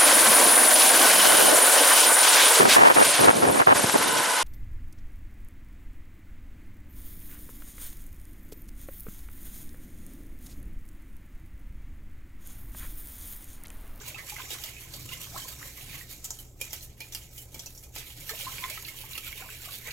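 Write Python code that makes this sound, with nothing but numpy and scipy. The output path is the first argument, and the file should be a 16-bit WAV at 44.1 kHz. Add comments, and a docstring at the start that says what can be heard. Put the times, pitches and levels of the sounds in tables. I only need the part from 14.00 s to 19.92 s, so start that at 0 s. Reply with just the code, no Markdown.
"""A wire whisk beats thin batter in a steel bowl on a kitchen counter, close to a stereo microphone pair.
Each stroke sloshes, squelches and fizzes, and traps air pockets that plop. Now and then, most busily
midway, the wires chatter on the steel wall, ping and jingle, and the bowl's shell knocks in answer.
The bowl shifts on the counter with a dull rumble. The kitchen adds a short tail, and behind it all
an appliance hums over the room air."""
import sys
import numpy as np
from scipy import signal
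from scipy.fft import rfft, irfft, next_fast_len
from scipy.io import wavfile
from scipy.ndimage import uniform_filter1d, map_coordinates

SR = 44100
rng = np.random.default_rng(int(sys.argv[2]) if len(sys.argv) > 2 else 0)


def unload_wav(signal):
    """Save mono or channel-first audio to the path in sys.argv[1] as 16-bit WAV at rate SR, clipped to [-1, 1]."""
    wavfile.write(
        sys.argv[1],
        SR,
        np.round(np.clip(np.atleast_2d(signal).T, -1, 1) * 32767).astype(np.int16),
    )


N = 261072

# sweeps of the whisk through the batter: peak t/s, length/s, strength/dB, wetness/dB, cavity f/Hz
SWEEPS = [(0.077, 0.099, -47.5, 0.5, 2800), (0.188, 0.043, -48.5, 4.5, 2020), (0.298, 0.085, -45, 1, 2420),
          (0.41, 0.13, -52, 10.5, 2510), (0.52, 0.067, -43.5, 6.5, 3500), (0.636, 0.19, -49, 3, 2980),
          (0.78, 0.076, -61, 1, 2530), (0.823, 0.094, -50, -3.5, 2980), (0.975, 0.2, -49.5, -1, 4110),
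          (1.128, 0.11, -48.5, 2.5, 2800), (1.221, 0.082, -45, -1, 3100), (1.385, 0.1, -44.5, 0, 4140),
          (1.499, 0.11, -43.5, -5.5, 3840), (1.645, 0.17, -48, -2, 1990), (1.8, 0.17, -46.5, -3, 3220),
          (1.947, 0.17, -47, -0.5, 2230), (2.114, 0.091, -46, 0, 4230), (2.259, 0.05, -48.5, 4, 2960),
          (2.397, 0.054, -48.5, -16, 3060), (2.639, 0.098, -50.5, 7, 2410), (2.735, 0.1, -48, 3.5, 2980),
          (2.835, 0.063, -46.5, -10, 4090), (3.048, 0.14, -55.5, 1.5, 2460), (3.157, 0.085, -46, -2, 2870),
          (3.236, 0.1, -59, 7, 2940), (3.383, 0.11, -45, -8, 3350), (3.61, 0.26, -54.5, 3, 3390),
          (3.773, 0.2, -54.5, -9, 4080), (3.836, 0.027, -49.5, -4, 3750), (3.98, 0.094, -47, 7.5, 2500),
          (4.074, 0.14, -48.5, -3.5, 3430), (4.21, 0.17, -51, -1.5, 3220), (4.312, 0.2, -43.5, -5.5, 2900),
          (4.413, 0.12, -41.5, -1.5, 3080), (4.521, 0.099, -45.5, -5.5, 3140), (4.6, 0.22, -46, -1.5, 2770),
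          (4.722, 0.17, -43.5, -3, 2350), (4.874, 0.2, -47.5, -7, 2950), (5.001, 0.15, -46.5, -6.5, 3120),
          (5.14, 0.16, -44.5, -6.5, 2710), (5.261, 0.14, -44, -4.5, 2850), (5.393, 0.17, -47, -2, 2650),
          (5.519, 0.13, -46.5, -3, 2440), (5.635, 0.16, -46.5, -4, 2930), (5.74, 0.12, -43, -7, 3680),
          (5.886, 0.19, -45.5, -2, 2310)]
# steady stirring under the sweeps: t/s, level/dB, wetness from how deep the wires dip/dB
STIRRING = [(0.0, -56, 3), (0.5, -52.5, -4), (0.88, -57.5, -0.0), (1.4, -51.5, -1.5), (2.0, -63.5, 1),
            (2.35, -54.5, -13), (2.55, -70.5, -8), (2.75, -54, -7.5), (2.95, -68.5, 2), (3.2, -60.5, -6.5),
            (3.5, -66.5, -5.5), (3.9, -65.5, -11), (4.05, -67, -0.5), (4.5, -50.5, 1), (5.0, -61.5, 4),
            (5.92, -77, 4)]
# waves of batter folding over: peak t/s, length/s, level/dB
FOLDING_WAVES = [(0.02, 0.047, -49), (0.16, 0.095, -52.5), (0.315, 0.033, -53), (0.39, 0.083, -49),
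                 (0.519, 0.12, -50.5), (1.119, 0.087, -51), (1.364, 0.063, -46), (1.458, 0.074, -51),
                 (1.623, 0.041, -52), (4.323, 0.089, -51), (4.475, 0.071, -57), (4.644, 0.062, -51),
                 (5.043, 0.032, -53), (5.187, 0.059, -52.5), (5.45, 0.27, -55.5), (5.673, 0.04, -48.5),
                 (5.885, 0.053, -50.5)]
# largest air pockets: t/s, f/Hz, level/dB, splash t60/s, pitch rise factor, splash over tone/dB
AIR_POCKETS = [(0.145, 2600, -31.5, 0.061, 0.031, -2), (.191, 2130, -45, 0.037, .1, 5),
               (.299, 2380, -39.5, 0.046, .1, 6), (.32, 833, -43, 0.13, .04, -5),
               (.364, 1970, -30, 0.028, .1, 6), (.399, 1008, -36, 0.055, 0.046, -2),
               (.401, 1450, -35, .026, .1, 4), (.419, 2470, -31.5, .014, 0.089, 7),
               (.454, 2100, -40, .03, .03, 5), (.687, 2030, -39, .03, .03, 3),
               (.765, 2480, -38, 0.085, 0.072, -2), (1.09, 2830, -34, .033, .06, 4),
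               (1.124, 2790, -37, .073, .03, 2), (1.344, 733, -37, 0.037, .15, -3),
               (1.36, 1050, -41.5, 0.059, .1, 1), (1.628, 1780, -28.5, 0.014, .06, 3),
               (2.011, 1870, -36, 0.033, .06, 0), (4.292, 1773, -31, 0.069, 0.039, 8),
               (4.297, 1246, -38.5, 0.049, 0.044, 4), (4.311, 427, -40, 0.094, 0.14, -6),
               (4.335, 596, -38.5, 0.043, 0.11, -6), (4.373, 2750, -39, .03, .03, 5),
               (4.467, 1031, -31, 0.083, 0.045, 0), (4.523, 2050, -36, .025, .03, 6),
               (4.582, 2350, -34, .033, .08, 10), (4.6393, 2030, -15, 0.0074, .04, 0.5),
               (4.639, 3400, -24.5, 0.017, .04, -2), (4.64, 1030, -30.5, 0.093, .03, 2),
               (4.647, 1970, -31.5, .02, .05, 8), (4.775, 1880, -32.5, 0.028, .06, 3),
               (4.775, 1250, -35.5, 0.031, .06, 4), (4.847, 4180, -36, 0.055, .02, 2),
               (4.851, 2600, -36.5, .035, .04, 5), (4.884, 2127, -30, 0.044, .03, 0),
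               (5.037, 870, -44.5, 0.065, .05, 1), (5.132, 3870, -38, 0.043, .03, 8),
               (5.153, 2750, -28.5, 0.03, .03, -2), (5.179, 2665, -25, 0.027, 0.034, 2),
               (5.327, 2190, -29, 0.022, .06, 4.5), (5.42, 750, -45, 0.072, .06, -3),
               (5.422, 1390, -39.5, 0.031, .06, 9), (5.44, 970, -42.5, .06, .05, -3),
               (5.489, 1440, -43, 0.031, .1, 12), (5.685, 1130, -41, 0.067, 0.038, 1),
               (5.881, 1915, -35.5, 0.056, .05, 11.5), (5.906, 2680, -35, .04, .03, 7),
               (5.908, 4250, -36, .04, .03, 4)]
# colours of the batter's sounds: f/Hz, relative level/dB
GURGLE_COLOUR = [(170, -11), (320, -4), (500, 0), (700, -0.5), (900, -1), (1300, -27), (2000, -50)]
SLOSH_COLOUR = [(500, -21), (800, -14.5), (1030, 4), (1280, 1.5), (1650, 1), (2600, -35)]
SQUELCH_COLOUR = [(900, -41), (1350, -12), (1800, 3), (2550, 4.5), (3300, -2), (4400, 1.5), (5400, -7),
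                  (8000, -56)]
SWISH_COLOUR = [(700, -16.5), (1350, -11), (2100, -4.5), (3200, -6.5), (4800, -4), (5800, 1), (6600, 2),
                (7400, 4), (8200, -3.5), (9200, -17), (12000, -34)]
FIZZ_COLOUR = [(1200, -55), (6500, -30), (8800, -6.5), (10000, -4), (11300, 2), (12700, 0.5), (14000, -0.5),
               (16000, -3)]
# wires meeting the wall: t/s, strength/dB, click/dB, hardness/dB, wire f/Hz, ping/dB, ping sustain/dB,
# jingle f/Hz, jingle/dB, shell f/Hz, shell/dB
WALL_CONTACTS = [(.504, -45, -35, -6, 2850, -42, -20, 6000, -55, 800, -55),
                 (.532, -47, -33, -4, 3700, -44, -18, 5900, -54, 1000, -60),
                 (0.637, -41, -29, -5.5, 2910, -39.5, -22, 6500, -54, 1290, -56),
                 (0.9367, -49.5, -38, -8.5, 4500, -39.5, -17, 5800, -58, 880, -57),
                 (1.131, -47, -36, -5, 2050, -42, -20, 3000, -55, 600, -55),
                 (1.3777, -43, -34, 0, 4140, -45, -8, 5900, -54, 587, -57),
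                 (1.418, -58, -42, -2, 3090, -43, -13, 5500, -62, 700, -62),
                 (1.483, -49, -35, 1, 4600, -48, -4, 6000, -59, 700, -56),
                 (2.2429, -42, -23, 4, 3660, -57, -17, 7200, -49.5, 361, -66),
                 (2.2508, -42, -25, 4, 6400, -51, -4, 7200, -50, 1040, -55),
                 (2.3052, -45, -20, 10, 5910, -50, -3, 7000, -45.5, 860, -47.5),
                 (2.388, -59, -45, 5, 3040, -48, -7, 4200, -64, 525, -73),
                 (2.602, -55, -42, 0, 2425, -52, -20, 7400, -60, 500, -62),
                 (2.6129, -37, -28, -1.5, 2420, -30, -23, 7400, -46, 520, -45),
                 (2.7065, -60, -40, 0, 2110, -55, -15, 5400, -56, 900, -60),
                 (2.7304, -37, -33, 0.5, 2040, -47, -19, 5000, -52, 500, -48),
                 (2.8077, -58, -42, -2, 4150, -49, -12, 4400, -62, 500, -70),
                 (2.8277, -52, -40, -1, 4250, -53, -15, 6200, -61, 500, -72),
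                 (3.0045, -46, -30, -4.5, 2320, -41.5, -22, 4400, -54.5, 400, -49.5),
                 (3.0146, -56, -44, -8, 2440, -38, -23, 3000, -62, 401, -57),
                 (3.1224, -51.5, -34, 2, 3480, -49, -17, 5960, -52.5, 900, -62),
                 (3.132, -54, -35, -1, 5900, -49, -14, 5800, -62, 700, -66),
                 (3.1484, -41.5, -20, -5, 2810, -41, -20, 4840, -49, 780, -52),
                 (3.379, -48, -31, 2, 3024, -53, 1, 4400, -61, 540, -72),
                 (3.5438, -45.5, -39, 1.5, 2320, -48.5, -17, 4100, -58, 440, -51.5),
                 (3.5569, -61, -42, 1, 2194, -52, -19, 3500, -67, 650, -50.5),
                 (3.5935, -52, -22, 1, 3350, -46.5, -19, 6000, -49, 498, -54),
                 (3.6597, -51, -28, 2, 5620, -47, -18, 5900, -52, 600, -58),
                 (3.666, -53, -35, 0, 2660, -48, -20, 6000, -56, 520, -55),
                 (3.7493, -62, -44, 5, 5550, -55, -10, 5700, -64, 500, -64),
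                 (3.776, -60, -42, 7, 5630, -53, -12, 6440, -58, 500, -66),
                 (3.8369, -53, -38, 4, 2450, -60, -12, 4400, -67, 500, -72),
                 (3.953, -46, -32, 2, 2906, -49, -17, 7200, -56, 463, -61),
                 (3.961, -47, -34, -9, 2510, -42, -19, 4600, -61, 700, -45.5),
                 (4.1018, -55, -38, -3, 2910, -49.5, -17, 4500, -62, 1000, -63),
                 (4.293, -39.5, -31, -1, 4280, -33, -22, 5800, -49.5, 900, -51),
                 (4.699, -41, -24, -1, 2205, -41, -17, 4270, -56, 958, -53),
                 (4.8833, -47.5, -29, -6, 2122, -41, -17, 3500, -59, 406, -60),
                 (5.1774, -41, -24, -4, 2700, -44, -13, 6000, -56, 1076, -46.5),
                 (5.737, -50, -40.5, -2, 3500, -44, -17, 4600, -58, 1300, -55.5)]
# colours of the wires' chatter: f/Hz, relative level/dB
KNOCK_COLOUR = [(700, -34), (1350, 2), (1750, 0), (2100, 0.5), (4200, -5), (5200, 7.5), (7000, -41)]
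RING_COLOUR = [(3000, -103), (4800, -8), (8300, 14), (11000, -36)]
TICK_COLOUR = [(6500, -49), (9500, 6.5), (16000, -2)]
# higher resonances of bowl and wires: f/Hz, width/Hz, relative level/dB
STEEL_MODES = [(1900, 150, -10), (2470, 200, -7), (2950, 250, -3), (3350, 300, 0), (4120, 350, -6.5),
               (4780, 250, -6.5), (5720, 300, -3.5), (6660, 140, 2), (7220, 220, -3.5), (11650, 510, 0.5),
               (12560, 470, 1.5), (14600, 2300, 1)]
# modes of the whisk's loops and low modes of the bowl's shell: f/Hz, relative level/dB, t60/s
LOOP_MODES = [(2020, 0, .1), (2840, -3, .09), (3065, 0.5, 0.11), (3404, -2.5, .08), (4130, -3, 0.077),
              (4380, -5, .07), (4830, -4.5, .08), (4986, -1.5, 0.071), (5690, 0, 0.065), (5990, 1, 0.071),
              (6230, -1, .07), (6870, 1, 0.082), (7330, 3.5, 0.089), (7530, 0, .08)]
SHELL_MODES = [(318, 0.5, 0.12), (399, -4.5, 0.061), (526, -1, 0.071), (718, -3, 0.053), (873, 0.5, 0.12),
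               (1028, -5.5, 0.045), (1297, -4, 0.053), (1543, -10, 0.07)]
# the bowl shifting on the counter: peak t/s, length/s, level/dB
BOWL_SHIFTS = [(0.083, 0.3, -54), (1.018, 0.38, -47.5), (1.347, 0.38, -53), (1.62, 0.15, -51.5),
               (1.904, 0.22, -50.5), (2.075, 0.42, -54.5), (3.562, 0.094, -52), (4.002, 0.17, -54),
               (4.196, 0.088, -51), (4.496, 0.21, -50.5), (4.852, .06, -55)]
# colours of the bowl's rumble and of the room air: f/Hz, relative level/dB
RUMBLE_COLOUR = [(60, -10), (110, 1.5), (150, 4), (200, -14), (300, -8), (450, -22), (900, -37)]
AIR_COLOUR = [(15, -8), (29, 4.5), (42, -6.5), (68, 4), (100, -5), (135, -6), (200, -12.5), (400, -14.5),
              (800, -25), (1300, -53), (2500, -48), (5000, -58), (16000, -54)]
# partials of the appliance's hum: f/Hz, level/dB
HUM_PARTIALS = [(30, -57), (60, -60.5), (120, -57)]
# decay of the kitchen: f/Hz, t60/s
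KITCHEN_DECAY = [(150, 0.17), (2000, 0.16), (7000, 0.15), (15000, 0.095)]
# balance at the microphones: f/Hz, left over right/dB
MIC_BALANCE = [(200, 0), (700, -2), (1050, -1), (1400, -0.5), (2000, -4.5), (2600, -8.5), (4400, -6.5),
               (5600, -1), (8600, 1), (10000, -7), (12000, -6.5), (15500, -0.5)]
# how alike the two microphones sound: f/Hz, likeness from 0 to 1
MIC_LIKENESS = [(100, 0.96), (300, 0.9), (1100, 0.46), (2500, 0.4), (4500, 0.2), (5900, 0.2), (7100, 1),
                (8000, 0.84), (9300, 0.93), (14000, 0.94), (15500, 0.74)]
# phase between the microphones: f/Hz, left lead/rad
MIC_LEAD = [(1400, .1), (1750, -.6), (2400, .2), (3000, 1.9), (4300, 2.6), (5300, 0), (6000, 0)]

RISE_SHARE, EDGE_DB, ROUNDNESS = 0.4, 11.5, 1.67  # a swell: share spent rising, fall at its ends, shape
FIZZ_DB, SWISH_DB, SQUELCH_DB, SMACK_DB = 0.86, -3.5, -4.5, -5  # relative to a sweep's strength
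STIR_SWISH_DB, STIR_SLOSH_DB = 1.5, -4.5  # relative to the stirring level
GURGLE_DB, SLOSH_DB = -7.5, -2  # low and high bubbles, relative to the batter's flow
SWEEP_SLOSH_DB, DRONE_DB = -13, -15.5  # slosh that a wet sweep drags along; shell's drone under the swish
LAPPING_DB, CREEP_DB = -65, -63  # the batter never lies quite still, nor does the bowl
CAVITY_WIDTH = 0.25  # bandwidth of a furrow's resonance, as a share of its pitch
KNOCK_DB, RING_DB, TICK_DB = -17, -15, -11  # relative to a contact's strength
JINGLE_DB, THOCK_DB = -3, -5  # clinging batter muffles each jingle; dry thock relative to the shell's ring
JINGLE_FOCUS_DB = 30  # fall of the loops' notes per natural-log step away from the struck pitch
LOOP_FLEX, SHELL_SHIFT = .014, .022  # random detuning at each contact, as a share of pitch


def whisking():
    """Each sweep makes the wires swish and films fizz; the deeper and wetter, the more it squelches."""
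    s, length, strength_db, wet_db, _ = np.transpose(SWEEPS)
    stir_db, depth_db = curves(STIRRING)
    stir = amp(stir_db)
    tearing = amp(1.24 * wobble(70))  # the wires break the surface one after another
    sticky = drifting(crackle(per_s=300, spread_db=4, hiss=1.8), depth_db=4.0)
    churn = np.hypot(stir, swells(s, length, strength_db + wet_db))
    squelch = churn * amp(SQUELCH_DB) * coloured(sticky, SQUELCH_COLOUR)
    wet = amp(depth_db) * (squelch + amp(SMACK_DB) * smacks())
    # the same catches of wire on steel run through swish and fizz
    rubbing = drifting(crackle(per_s=350, spread_db=4.7, hiss=1.35), depth_db=1.8)
    drag = np.hypot(stir * amp(STIR_SWISH_DB), swells(s, length, strength_db + wet_db / 2 + SWISH_DB))
    swish = drag * (coloured(rubbing, SWISH_COLOUR) + amp(DRONE_DB) * shell_drone())
    fizz = np.hypot(stir, swells(s, length, strength_db)) * amp(FIZZ_DB) * coloured(rubbing, FIZZ_COLOUR)
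    return tearing * (sloshing(churn) + wet + swish + fizz)


def smacks():
    """Each sweep tears open a furrow; the sticky crackle resonates in that cavity."""
    out = np.zeros((2, N))
    sticky = coloured(crackle(per_s=200, spread_db=4, hiss=1.0), SQUELCH_COLOUR)
    for s, length, strength_db, wet_db, cavity_hz in SWEEPS:
        gain = swells([s], [length], [strength_db + wet_db])
        near = gain > 0
        cavity = filtered(sticky[:, near], lambda hz: resonance(hz, cavity_hz, CAVITY_WIDTH * cavity_hz))
        out[:, near] += gain[near] * unit(cavity)
    return out


def sloshing(churn):
    """Waves of batter fold over and trap big bubbles; only a vigorous one tears the surface open."""
    stir_db, depth_db = curves(STIRRING)
    dragged = amp(depth_db) * np.hypot(amp(stir_db + STIR_SLOSH_DB), churn * amp(SWEEP_SLOSH_DB))
    flow = np.sqrt(swells(*np.transpose(FOLDING_WAVES)) ** 2 + dragged ** 2 + amp(LAPPING_DB) ** 2)
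    vigour = 1 / (1 + (amp(-59.0) / flow) ** 2.05)
    low = bubbles(per_s=80, low_hz=295.3, high_hz=913, cycles=21.6, rise=0.19, samples=1600)
    low += 0.5 * crackle(per_s=300, spread_db=5.5, hiss=.5)
    gurgle = amp(GURGLE_DB) * coloured(low, GURGLE_COLOUR)
    high = bubbles(per_s=100, low_hz=753, high_hz=1722, cycles=38.0, rise=0.15, samples=1500)
    high += 0.54 * crackle(per_s=220, spread_db=6.3, hiss=.4)
    slosh = vigour * amp(SLOSH_DB) * coloured(high, SLOSH_COLOUR)
    return flow * (gurgle + slosh)


def plops():
    """Larger air pockets open with a wet snap and plop."""
    out, t = np.zeros((2, N)), np.arange(SR // 8) / SR
    for s, hz, db, life, rise, splash_db in AIR_POCKETS:
        tone = bubble(t, hz, 0.65 * life, rise=rise, attack=0.00076)
        burst = rng.standard_normal((2, len(t))) * amp(-60 * t / life)
        splash = filtered(burst, lambda f: resonance(f, 1.04 * hz, 0.61 * hz) ** 2)
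        add(out, s, amp(db - 1.0) * (direct(tone) + amp(splash_db) * splash))
    return out


def bubble(t, hz, life, rise, attack):
    """An air pocket rings, climbs in pitch as it nears the surface, and is choked by the batter."""
    tone = np.sin(2 * np.pi * hz * t * (1 + rise * t / life))
    return tone * amp(-60 * (t / life) ** 1.52) * (1 - np.exp(-t / attack))


def bubbles(per_s, low_hz, high_hz, cycles, rise, samples, spread_db=2.0):
    """A swarm of bubbles, heard directly and off the bowl's wall."""
    when, pitch, life, loud, path = rng.random((int(per_s * N / SR), 5)).T[:, :, None]
    hz = low_hz * (high_hz / low_hz) ** pitch
    tones = bubble(np.arange(samples) / SR, hz, cycles * (.5 + life) / hz, rise, attack=0.00017)
    tones *= amp(-spread_db * np.log(loud + 0.01))
    at = (when * N).astype(int) + np.arange(samples)
    echo = (path * 0.00333 * SR).astype(int)
    return unit(np.array([np.bincount((at + lag).ravel(), tones.ravel())[:N] for lag in (0, echo)]))


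def crackle(per_s, spread_db, hiss):
    """Tiny films of batter snapping, over the hiss of countless smaller ones."""
    snaps = (rng.random(N) < per_s / SR) * amp(spread_db * np.minimum(rng.standard_normal(N), 2))
    power = signal.lfilter([1], [1, -np.exp(-1 / (0.0015 * SR))], snaps ** 2)
    return unit(np.sqrt(np.abs(power) / np.mean(power) + hiss ** 2) * rng.standard_normal((2, N)))


def drifting(x, depth_db):
    """The whisk's changing position brings out different bands from moment to moment."""
    bands = signal.stft(x, nperseg=512)[2]
    drift = rng.standard_normal(bands.shape[1:])
    for axis in (0, 1, 0, 1):
        drift = uniform_filter1d(drift, 5, axis)
    return unit(signal.istft(bands * amp(depth_db * unit(drift)), nperseg=512)[1][:, :N])


def wall_contacts():
    """The wires clink on the wall; bare, hard steel rings, coated steel knocks and ticks wetly."""
    out, t = np.zeros((2, N)), np.arange(SR // 8) / SR
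    for (s, strength_db, click_db, hard_db, wire_hz, ping_db, sustain_db,
         jingle_hz, jingle_db, shell_hz, shell_db) in WALL_CONTACTS:
        add(out, s + 0.00051, amp(click_db) * direct(wire_click(t)))
        rattle = wire_chatter(t)
        for db, colour in ((KNOCK_DB - hard_db, KNOCK_COLOUR), (RING_DB + hard_db, RING_COLOUR),
                           (TICK_DB - 0.34 * hard_db, TICK_COLOUR)):
            add(out, s, amp(strength_db + db) * coloured(rattle, colour))
        add(out, s, amp(ping_db + 3.0) * direct(wire_ping(t, wire_hz, sustain_db)))
        add(out, s, amp(jingle_db + JINGLE_DB) * loop_jingle(t, jingle_hz))
        add(out, s, amp(shell_db - 14.5) * shell_knock(t, shell_hz))
    return out


def wire_click(t):
    """The first wire lands with a hard click."""
    burst = np.diff(rng.standard_normal(len(t)), prepend=0) * amp(-60 * t / 0.004)
    return filtered(burst, lambda hz: resonance(hz, centre=4800, width=4000))


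def wire_chatter(t, count=4, span_s=.01, blow_t60=0.019, drop_db=3.5, scrape_db=-12.5, scrape_t60=0.125):
    """A few wires hit in quick succession, then slide, exciting the steel's resonances."""
    wires = np.arange(count)
    jitter = rng.uniform(-0.34, 0.59, count) * (wires > 0)
    age = t - (span_s / (count - 1) * (wires + jitter))[:, None]
    blows = (age >= 0) * amp(-60 * np.abs(age) / blow_t60 - drop_db * wires[:, None])
    force = np.sqrt(np.sum(blows ** 2, 0) + amp(scrape_db - 60 * t / scrape_t60) ** 2)
    flex = 1 + 0.02 * rng.standard_normal()  # the wires bend differently each time
    excitation = force * rng.standard_normal((2, len(t)))
    # the flat 0.11 stands for a dense bed of weaker resonances
    return filtered(excitation, lambda hz: 0.11 + mode_bank(hz * flex, STEEL_MODES))


def wire_ping(t, hz, sustain_db):
    """One wire pings; the less batter clings to it, the more of the note is sustained."""
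    fade = amp(-60 * (t / 0.028) ** 1.76) + amp(sustain_db - 60 * t / 0.14)
    return np.sin(2 * np.pi * hz * t) * fade * (1 - np.exp(-t / 0.0013))


def loop_jingle(t, struck_hz):
    """The loops nearest the blow jingle on after it, detuned as they flex."""
    modes = [(hz * (1 + LOOP_FLEX * rng.standard_normal()),
              db - JINGLE_FOCUS_DB * abs(np.log(hz / struck_hz)), t60) for hz, db, t60 in LOOP_MODES]
    return ringing(t, modes, scatter_db=3.0)


def shell_knock(t, struck_hz):
    """A dry thock and the shell modes near the struck spot's pitch, each shifted by the moving batter."""
    modes = [(hz * np.exp(SHELL_SHIFT * rng.standard_normal()),
              db - 11 * abs(np.log(hz / struck_hz)), t60) for hz, db, t60 in SHELL_MODES]
    burst = rng.standard_normal((2, len(t))) * amp(-60 * t / 0.043)
    thock = filtered(burst, lambda hz: resonance(hz, struck_hz, 1.5 * struck_hz) ** 2)
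    return ringing(t, modes, scatter_db=4.0) + amp(THOCK_DB) * unit(thock)


def shell_drone():
    """Rubbing wires keep the shell's low modes humming; rms 1."""
    modes = [(hz, np.log(1000) / np.pi / t60, db) for hz, db, t60 in SHELL_MODES]
    return unit(filtered(rng.standard_normal((2, N)), lambda hz: mode_bank(hz, modes)))


def bowl_rocking():
    """The bowl shifts on the counter with a dull rumble."""
    movement = np.hypot(swells(*np.transpose(BOWL_SHIFTS)), amp(CREEP_DB))
    return movement * coloured(rng.standard_normal((2, N)), RUMBLE_COLOUR)


def kitchen_tail(x):
    """The room's short reverberation; each frequency dies at its own speed."""
    hz, t, bands = signal.stft(rng.standard_normal((2, SR // 2)), SR, nperseg=256)
    tail = signal.istft(bands * amp(-60 * t / along(KITCHEN_DECAY, hz)[:, None]), SR, nperseg=256)[1]
    return signal.fftconvolve(x, tail / np.linalg.norm(tail[0]), axes=1)[:, :N]


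def room_tone():
    """In the background an appliance hums, wavering slightly, over the rumble of room air."""
    t = np.arange(N) / SR
    hum = sum(amp(db) * np.sqrt(2) * np.sin(2 * np.pi * hz * t + 0.48 * wobble(3.23))
              for hz, db in HUM_PARTIALS)
    return direct(hum) + amp(-53.5) * coloured(rng.standard_normal((2, N)), AIR_COLOUR)


def microphones(pair):
    """Direct (row 0) and scattered sound (row 1) reach each microphone with its own gain and phase."""
    def response(hz, side):
        alike, lead = along(MIC_LIKENESS, hz).clip(0, 1), along(MIC_LEAD, hz)
        tilt = amp(along(MIC_BALANCE, hz) / 2)
        centre_gain = np.sqrt(tilt ** 2 + tilt ** -2 + 2 * alike * np.cos(lead)) / 2
        shares = np.sqrt([(1 + alike) / 2, (1 - alike) / 2]) * [[1], [side]]
        return shares * (tilt * np.exp(.5j * lead)) ** side / centre_gain
    return np.array([filtered(pair, lambda hz: response(hz, side)).sum(0) for side in (1, -1)])


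def direct(x):
    """A sound on the direct path only, with no scattered part."""
    return x * np.array([[1], [0]])


def swells(times, lengths, levels_db):
    """Gain of overlapping movements, each of which speeds up and then slows more gently."""
    t, power = np.arange(N) / SR, np.zeros(N)
    for s, length, db in zip(times, lengths, levels_db):
        near = slice(*np.searchsorted(t, [s - 2 * length, s + 2 * length]))
        offset = (t[near] - s) / length
        from_peak = np.maximum(-offset / RISE_SHARE, offset / (1 - RISE_SHARE))
        power[near] += amp(db - EDGE_DB * from_peak ** ROUNDNESS) ** 2
    return np.sqrt(power)


def ringing(t, modes, scatter_db):
    """Decaying modes (f/Hz, level/dB, t60/s) at random strengths and phases; rms 1."""
    waves = sum(amp(db + rng.normal(0, scatter_db) - 60 * t / t60)
                * np.sin(2 * np.pi * (hz * t + rng.random((2, 1)))) for hz, db, t60 in modes)
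    return unit(waves * (1 - np.exp(-t / 0.0003)))


def mode_bank(hz, modes):
    """Response of modes (f/Hz, width/Hz, level/dB) summed with alternating signs."""
    return sum((-1) ** k * amp(db) * resonance(hz, f, width) for k, (f, width, db) in enumerate(modes))


def resonance(hz, centre, width):
    """Response of one damped mode."""
    return 1j * hz * width / (centre ** 2 - hz ** 2 + 1j * hz * width)


def amp(db):
    """Decibels to amplitude."""
    return np.exp(np.asarray(db) * (np.log(10) / 20))


def unit(x):
    """x at rms 1."""
    return x / np.sqrt(np.mean(x ** 2) + 1e-20)


def along(points, hz):
    """Interpolate (f/Hz, value) points on a log axis."""
    f, values = np.transpose(points)
    return np.interp(np.log(hz + 1), np.log(f), values)


def curves(rows):
    """One value per sample for each column after the time."""
    s, *columns = np.transpose(rows)
    return [np.interp(np.arange(N) / SR, s, column) for column in columns]


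def wobble(rate):
    """A smooth random curve, rate knots a second."""
    return map_coordinates(rng.standard_normal(int(N * rate / SR) + 4), [np.arange(N) * rate / SR])


def filtered(x, response):
    """x through a complex response of frequency."""
    size = x.shape[-1]
    padded = next_fast_len(size + 2048)
    return irfft(rfft(x, padded) * response(np.fft.rfftfreq(padded, 1 / SR)), padded)[..., :size]


def coloured(x, colour):
    """x with a colour (f/Hz, level/dB), at rms 1."""
    return unit(filtered(x, lambda hz: amp(along(colour, hz))))


def add(track, s, sound):
    """Mix a sound into a track at time s."""
    part = track[..., max(round(s * SR), 0):][..., :sound.shape[-1]]
    part += sound[..., :part.shape[-1]]


def scene():
    """The bowl close to the microphones, the kitchen behind it."""
    bowl = whisking() + plops() + wall_contacts()
    return microphones(bowl + amp(-8.0) * kitchen_tail(bowl) + bowl_rocking() + room_tone())


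def record(dry):
    """The recorder keeps nothing above its band limit."""
    return filtered(dry, lambda hz: hz < 15850)


dry = scene()
out = record(dry)
unload_wav(out)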